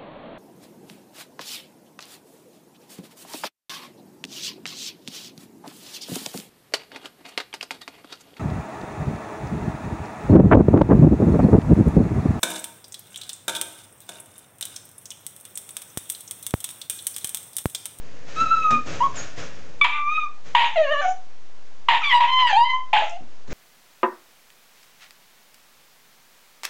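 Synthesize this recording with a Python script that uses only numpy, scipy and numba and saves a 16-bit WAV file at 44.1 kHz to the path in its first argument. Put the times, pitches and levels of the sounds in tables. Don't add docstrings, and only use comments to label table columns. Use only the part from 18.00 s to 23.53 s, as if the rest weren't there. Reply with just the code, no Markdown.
import sys
import numpy as np
from scipy import signal
from scipy.fft import rfft, irfft, next_fast_len
from scipy.io import wavfile
from numba import njit

SR = 44100
rng = np.random.default_rng(int(sys.argv[2]) if len(sys.argv) > 2 else 0)


def generate_wav(sig):
    pcm = np.round(np.clip(np.atleast_2d(sig).T, -1, 1) * 32767).astype(np.int16)
    wavfile.write(sys.argv[1], SR, pcm)


N = 243873
T = np.arange(N) / SR

# (start [s], hold [s], tail [s], pitch [Hz], last pitch [Hz], fundamental [dB],
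# overtones [dB], roughness [share, limited to 1], opening push [dB])
BARK_EVENTS = [(1.844, 0.013, 0.024, 961, 958, -16.5, -19.5, 0.88, 8.5),
               (2.549, 0.076, 0.19, 938.5, 743, -13.5, -10.5, 0.57, 8),
               (3.885, 0.077, 0.076, 935, 934, -12.5, -12, 0.59, 7),
               (4.203, 0.057, .02, 954.6, 970, -12.5, -16, 0.52, 4),
               (4.93, 0.048, 0.13, 849, 642, -15, -20.5, 1.11, 1.5)]
# (start [s], end [s], rate [share of the pitch], depth [share], roughness [0-1])
VOICE_SPLITS = [(1.86, 2, 0.25, 0.62, 0.29), (2.127, 2.168, 0.56, 0.056, 0), (2.894, 2.936, 0.13, 0.26, 0),
                (4.087, 4.164, 0.12, 0.18, 0.35), (4.385, 4.43, .27, 0.22, .22),
                (4.466, 4.529, 0.34, 0.44, .48)]
# (frequency [Hz], level [dB])
RUB_COLOUR = [(260, -36), (450, -13.5), (637, 1), (879, -6.5), (1780, -2), (2020, -6), (2280, -4),
              (4140, -12), (6620, -10.5), (7500, -18), (8700, -32.5), (11300, -73.5), (19100, -120)]


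def amp(db):
    return 10 ** (np.asarray(db) / 20)


def unit(x):
    return x / np.sqrt(np.mean(x ** 2))


def colour_db(hz, points):
    f, db = np.transpose(points)
    return np.interp(np.log(np.maximum(hz, 1)), np.log(f), db)


def noise(points):
    spectrum = rfft(rng.standard_normal(N))
    gain = amp(colour_db(np.fft.rfftfreq(N, 1 / SR), points))
    return unit(irfft(spectrum * gain, N))


def wander(n, hz):
    lowpass = signal.butter(2, min(hz, SR / 4), fs=SR, output="sos")
    return unit(signal.sosfilt(lowpass, rng.standard_normal(n)))


def curves(rows, t):
    s, *columns = np.transpose(rows)
    return [np.interp(t, s, column) for column in columns]


def gate(start, end, t, rise=0.0028, fall=0.0068):
    return np.clip((t - start) / rise, 0, 1) * np.clip(1 - (t - end) / fall, 0, 1)


def voice(whine_db=-2, bark_db=-2):
    # (frequency [Hz], level [dB])
    rasp_colour = [(100, -21.5), (400, -36.5), (620, -34.5), (850, 6.5), (1150, -4), (1450, -4.5),
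                   (1950, 4.5), (2400, 6), (3100, 6.5), (3800, -3.5), (4600, -17.5), (5800, -30.5),
                   (7200, -25), (9000, -47.5)]
    # (time [s], pitch [Hz], fundamental [dB], overtones [dB],
    # brightness: lift of the third harmonic and above [dB])
    whine_courses = [
        [(0.36, 1267, -36.5, -39.5, 2.5), (0.418, 1337, -13, -29, 8), (0.458, 1301, -24.5, -45, -6.5),
         (0.47, 1286, -29, -37, -4), (0.492, 1286, -36, -36.5, 5), (0.516, 1333, -11, -32.5, 4),
         (0.606, 1292, -26, -40.5, 2.5), (0.634, 1295, -26, -23, -12), (0.65, 1260, -19.5, -43, 9),
         (0.702, 1254, -17.5, -42, -5), (0.718, 1256, -18, -33.5, 14), (0.744, 1220, -13.5, -23, -14.5),
         (0.785, 1240, -24.5, -37.5, -11)],
        [(1.004, 950, -19, -36, 8), (1.018, 959, -17.5, -37, 3), (1.04, 1118, -17, -41.5, 7),
         (1.07, 1093, -22, -45.5, 5.5)],
        [(1.812, 1178, -14.5, -9.5, 3.5), (1.822, 1150, -18.5, -4.5, -4), (1.892, 1201, -35.5, -43, -2),
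         (1.928, 1181, -34.5, -25, -5), (1.982, 1195, -27, -30, -2.5), (2.046, 1170, -32, -39, -9.5),
         (2.08, 1185, -22.5, -28, -13), (2.136, 1252, -24, -28, -3), (2.17, 1250, -36, -22.5, -5),
         (2.182, 1254, -19, -29, -15), (2.204, 1231, -29.5, -25.5, -5), (2.25, 1206, -24, -37.5, 3.5),
         (2.26, 1160, -28, -41, -5)],
        [(2.757, 724, -25, -27, 4.5), (2.781, 631, -13.5, -30.5, 13), (2.797, 645, -18.5, -29.5, 2.5),
         (2.821, 615.4, -14.5, -32.5, 3.5), (2.841, 599, -18.5, -29.5, 5.5), (2.863, 561.5, -35.5, -33, 0),
         (2.881, 541.3, -32.5, -27, -1), (2.903, 580, -27.5, -28, -4), (2.921, 615, -14.5, -22.5, -2.5),
         (2.959, 563, -40.5, -22.5, -11), (3.008, 590.5, -25.5, -20, -4.5)],
        [(3.013, 744, -20, -25, -6), (3.017, 771, -37.5, -29.5, -8), (3.059, 731.7, -16.5, -28.5, -11),
         (3.13, 760.4, -35, -61, 1)],
        [(4.015, 1354, -27.5, -38.5, -9), (4.045, 1171, -37.5, -17.5, -3.5), (4.085, 1146, -27, -27, 13),
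         (4.117, 1013, -31, -14.5, -4.5), (4.131, 969.5, -17.5, -14, -4.5), (4.153, 972, -9.5, -23, 16.5),
         (4.185, 950, -18.5, -19.5, 6)],
        [(4.275, 1030, -31, -27, -3), (4.341, 1027, -17.5, -18.5, 1.5), (4.411, 1028, -19.5, -19.5, 1.5),
         (4.459, 970.4, -16, -25.5, 4), (4.485, 936, -38, -21.5, 5.5), (4.513, 874, -20.5, -23, 4.5),
         (4.523, 793, -38.5, -32.5, 10.5), (4.531, 801, -13, -24.5, 7), (4.549, 772, -20.5, -30, 10),
         (4.579, 922.6, -8.5, -25, 9.5), (4.621, 945.6, -7, -26.5, 12.5), (4.647, 1007, -17.5, -23.5, 6.5),
         (4.663, 1029, -37.5, -19.5, -7.5), (4.709, 1026, -27.5, -20, -7), (4.729, 1013, -32, -38, -4),
         (4.737, 1027, -20, -25, -8.5), (4.8, 1031, -27.5, -31.5, -9)],
        [(5.02, 655.6, -21.5, -33.5, -4), (5.078, 683.4, -42, -43, -3.5), (5.162, 693, -38.5, -57, 12),
         (5.175, 770, -36.5, -57, -15)],
    ]
    # (overtones above the third [dB],
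    # level of the overtones ringing in the nose [dB], least roughness [0-1])
    whine_tones = [(2.5, -62, 0.08), (-3, -82, 0.1), (-7, -68, 0.07), (-1.5, -71.5, 0.07), (-2, -59, 0.24),
                   (0, -60.5, 0.32), (1.5, -68.5, 0.04), (9, -79, 0.24)]
    turbulence = noise(rasp_colour)
    whines = sum(whine(rows, tone, turbulence) for rows, tone in zip(whine_courses, whine_tones))
    barks = sum(bark(row, turbulence) for row in BARK_EVENTS)
    return amp(whine_db) * whines + amp(bark_db) * barks


def whine(rows, tone_colour, turbulence):
    start, end = rows[0][0], rows[-1][0]
    return note(start, end, lambda t: curves(rows, t), tone_colour, turbulence, overtones_db=-2, rasp_db=0)


def bark(row, turbulence, lift_db=2, bright_db=0, nasal_db=-68):
    start, hold, tail, hz, last_hz, first_db, effort_db, rough, push_db = row
    push_s, sharp_share = 0.0063, 0.045
    sag_db_per_s, fade_db = 49.5, 23

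    def course(t):
        age = t - start
        push = np.exp(-age / push_s)
        fade = np.clip((age - hold) / tail, 0, 1)
        db = push_db * push - sag_db_per_s * age - fade_db * fade
        pitch_hz = hz * (1 + sharp_share * push) + (last_hz - hz) * fade ** 3
        return pitch_hz, first_db + db, effort_db + db, lift_db

    end = start + hold + tail
    return note(start, end, course, (bright_db, nasal_db, rough), turbulence, overtones_db=-14.5, rasp_db=10.5)


def note(start, end, course, tone_colour, turbulence, overtones_db, rasp_db, jitter=0.062, shimmer=0.52,
         flutter_db=6, rasp_share=.15, coarse_db=1.0):
    during = (T > start) & (T < end + .03)
    t = T[during]
    n = len(t)
    hz, first_db, effort_db, lift_db = course(t)
    least_rough = tone_colour[2]
    first, effort = amp(first_db), amp(effort_db + overtones_db)
    rough = roughness(t, least_rough)
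    waver = .003 * wander(n, 60) + jitter * rough * wander(n, 240)
    phase = 2 * np.pi * np.cumsum(hz * (1 + waver)) / SR
    overtones = np.zeros(n)
    for k, gain in enumerate(overtone_gains(hz, effort, lift_db, tone_colour), 2):
        flutter = amp(flutter_db * rough * wander(n, 33))
        overtones += gain * flutter * np.sin(k * phase)
    drift = .5 * wander(n, 5.4)
    split = sum(depth * gate(on, off, t) * np.sin(share * phase + drift)
                for on, off, share, depth, _ in VOICE_SPLITS)
    beat = split + shimmer * rough * wander(n, 100)
    tone = first * np.sin(phase) * (1 + beat / 2) + overtones * (1 + beat)
    bunches = unit(amp(coarse_db * wander(n, 160)))
    puffs = turbulence[during] * (1 + 0.12 * np.sin(phase)) * bunches
    rasp = amp(rasp_db) * rough * np.hypot(rasp_share * first, effort) * puffs
    out = np.zeros(N)
    out[during] = (np.sqrt(2) * tone + rasp) * gate(start, end, t, rise=0.0026)
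    return out


def overtone_gains(hz, effort, lift_db, tone_colour, patchy_db=4):
    # (frequency [Hz], level [dB])
    throat_colour = [(1600, -10.5), (1850, -4), (2300, -10), (2650, -17.5), (2950, -3), (3350, -20.5),
                     (4100, -24), (4700, -31.5), (5300, -51.5), (7400, -43.5), (8500, -68.5)]
    # (frequency [Hz], level [dB])
    nose_colour = [(4000, -25), (5000, -7), (6200, 6), (7000, 0.5), (8500, -40.5)]
    bright_db, nasal_db, _ = tone_colour
    rest_hz, follow_power = 700, 0.099
    throat_hz = hz / (hz / rest_hz) ** follow_power
    pair = amp([colour_db(2 * throat_hz, throat_colour), colour_db(3 * throat_hz, throat_colour) + lift_db])
    second, third = effort * pair / np.hypot(*pair)
    gains = [second, third]
    for k in range(4, 14):
        from_throat = effort * amp(bright_db + lift_db + colour_db(k * throat_hz, throat_colour))
        from_nose = amp(nasal_db + colour_db(k * hz, nose_colour))
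        gains.append((from_throat + from_nose) * amp(patchy_db * wander(len(hz), 14)))
    return gains


def roughness(t, least):
    recover_s = 0.038
    barks = [rough * (t >= s) * np.exp(-np.maximum(t - s - hold, 0) / recover_s)
             for s, hold, *_, rough, _ in BARK_EVENTS]
    splits = [rough * gate(on, off, t) for on, off, *_, rough in VOICE_SPLITS]
    return np.clip(np.max(barks + splits, axis=0), least, 1)


def nose_whistle(waver=.013):
    # (time [s], pitch [Hz], level [dB])
    whistle_course = [(1.155, 7560, -44), (1.174, 6960, -36.5), (1.195, 6510, -35), (1.232, 6950, -52)]
    hz, db = curves(whistle_course, T)
    phase = 2 * np.pi * np.cumsum(hz * (1 + waver * wander(N, 348))) / SR
    return amp(db) * gate(whistle_course[0][0], whistle_course[-1][0], T) * np.sin(phase)


def bumps(contact_s=0.041, rattle_s=0.019, thud_db=-3):
    # (time [s], thud [dB], wire rattle [dB])
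    landings = [(0.412, -36.5, -59), (0.706, -29, -34.5), (0.746, -57, -64), (0.994, -40, -47),
                (2.456, -67, -68), (4.56, -51, -68), (5.205, -42.5, -79), (5.476, -39.5, -51),
                (5.508, -42, -54)]
    # (frequency [Hz], level [dB], time to fall by 60 dB [s])
    pen_modes = [(70, -11, 0.22), (127, -3.5, 0.17), (148, -8, 0.036), (240, -3, 0.22), (260, 18, 0.013),
                 (473, -19.5, .1), (530.5, -3.5, 0.037)]
    t = T[:SR // 2]
    body = sum(amp(db - 60 * t / t60) * np.sin(2 * np.pi * hz * t) for hz, db, t60 in pen_modes)
    thuds, chatter = np.zeros(N), np.zeros(N)
    for s, blow_db, rattle_db in landings:
        age = np.maximum(T - s, 0)
        thuds += amp(blow_db) * (T > s) * np.exp(-age / contact_s)
        chatter += amp(rattle_db) * (T > s) * np.exp(-age / rattle_s)
    force = thuds * rng.standard_normal(N) / np.sqrt(contact_s * SR)
    ringing = amp(thud_db) * signal.fftconvolve(force, body)[:N]
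    rattle = chatter * noise(RUB_COLOUR) * amp(4.1 * wander(N, 300))
    return ringing + rattle


def scuffs(hiss_db=8, rumble_db=-3, grain_db=1.0, rise_s=0.027, fade_s=0.098):
    # (start [s], time until the fade [s], hiss [dB], rumble [dB])
    strokes = [(0, 0.33, -64.5, -49.5), (0.262, .07, -58.5, -55.5), (0.342, 0.072, -52.5, -41.5),
               (0.54, 0.13, -61.5, -47.5), (0.699, 0.013, -53, -37), (0.851, 0.096, -48.5, -37),
               (0.998, 0.13, -64.5, -48), (1.139, 0.07, -49.5, -44), (1.358, 0.045, -49, -38.5),
               (1.533, 0.28, -69.5, -52), (2.439, 0.044, -58, -49), (5.491, .05, -50, -33.5)]
    # (frequency [Hz], level [dB])
    rumble_colour = [(18, -47.5), (30, -10), (102, 5), (189, -3), (309, -0.5), (363, -6.5), (491, 0.5),
                     (600, -5.5), (780, -53.5), (1320, -120)]
    hiss = noise(RUB_COLOUR) * amp(hiss_db + grain_db * wander(N, 120))
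    rumble = noise(rumble_colour) * amp(rumble_db)
    out = np.zeros(N)
    for s, hold, rub_db, shake_db in strokes:
        rise = np.clip((T - s) / rise_s, 0, 1)
        stroke = rise * np.exp(-np.maximum(T - s - hold, 0) / fade_s)
        out += stroke * (amp(rub_db) * hiss + amp(shake_db) * rumble)
    return out


def still_air(level_db=-54.5):
    # (frequency [Hz], level [dB])
    air_colour = [(18, -29.5), (30, -17), (43, -18.5), (254, -19.5), (542, -18.5), (981, -20.5),
                  (1080, -20.5), (1270, -23), (2100, -25.5), (6700, -31.5), (8700, -46.5), (11300, -58),
                  (19100, -120)]
    return noise(air_colour) * amp(level_db + .5 * wander(N, 2.1))


def room(x, t60=0.28, wet_db=-4):
    path_times = np.array([.0071, .0097, .0127, .0151, .0187, .0223, .0269, .0317])
    size = next_fast_len(N + SR)
    hz = np.fft.rfftfreq(size, 1 / SR)
    path = np.asarray(path_times)[:, None]
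    trip = np.exp(-path * (np.log(1000) / t60 + 2j * np.pi * hz))
    loops = trip / (1 - trip)
    echoes = (loops[::2].sum(axis=0) - loops[1::2].sum(axis=0)) / (1 + 2 * loops.mean(axis=0))
    echoes = echoes / np.sqrt(np.mean(np.abs(echoes) ** 2))
    return amp(wet_db) * irfft(rfft(x, size) * echoes, size)[:N]


def scene(direct_db=2.0):
    near = voice() + nose_whistle() + scuffs() + bumps()
    return (amp(direct_db) * near + room(near) + still_air())[None]


@njit
def follow(x, attack, release):
    out, level = np.empty(len(x)), 0.
    for i in range(len(x)):
        size = abs(x[i])
        level += (size - level) * (attack if size > level else release)
        out[i] = level
    return out


def record(dry, ceiling_db=-10, attack_s=.0015, release_s=0.077, top_hz=8200, offset=-.0573):
    envelope = follow(dry[0], 1 / (attack_s * SR), 1 / (release_s * SR))
    held = dry / np.maximum(envelope / amp(ceiling_db), 1)
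    lowpass = signal.ellip(8, .2, 70, top_hz, fs=SR, output="sos")
    return signal.sosfilt(lowpass, held) + offset


dry = scene()
out = record(dry)
generate_wav(out)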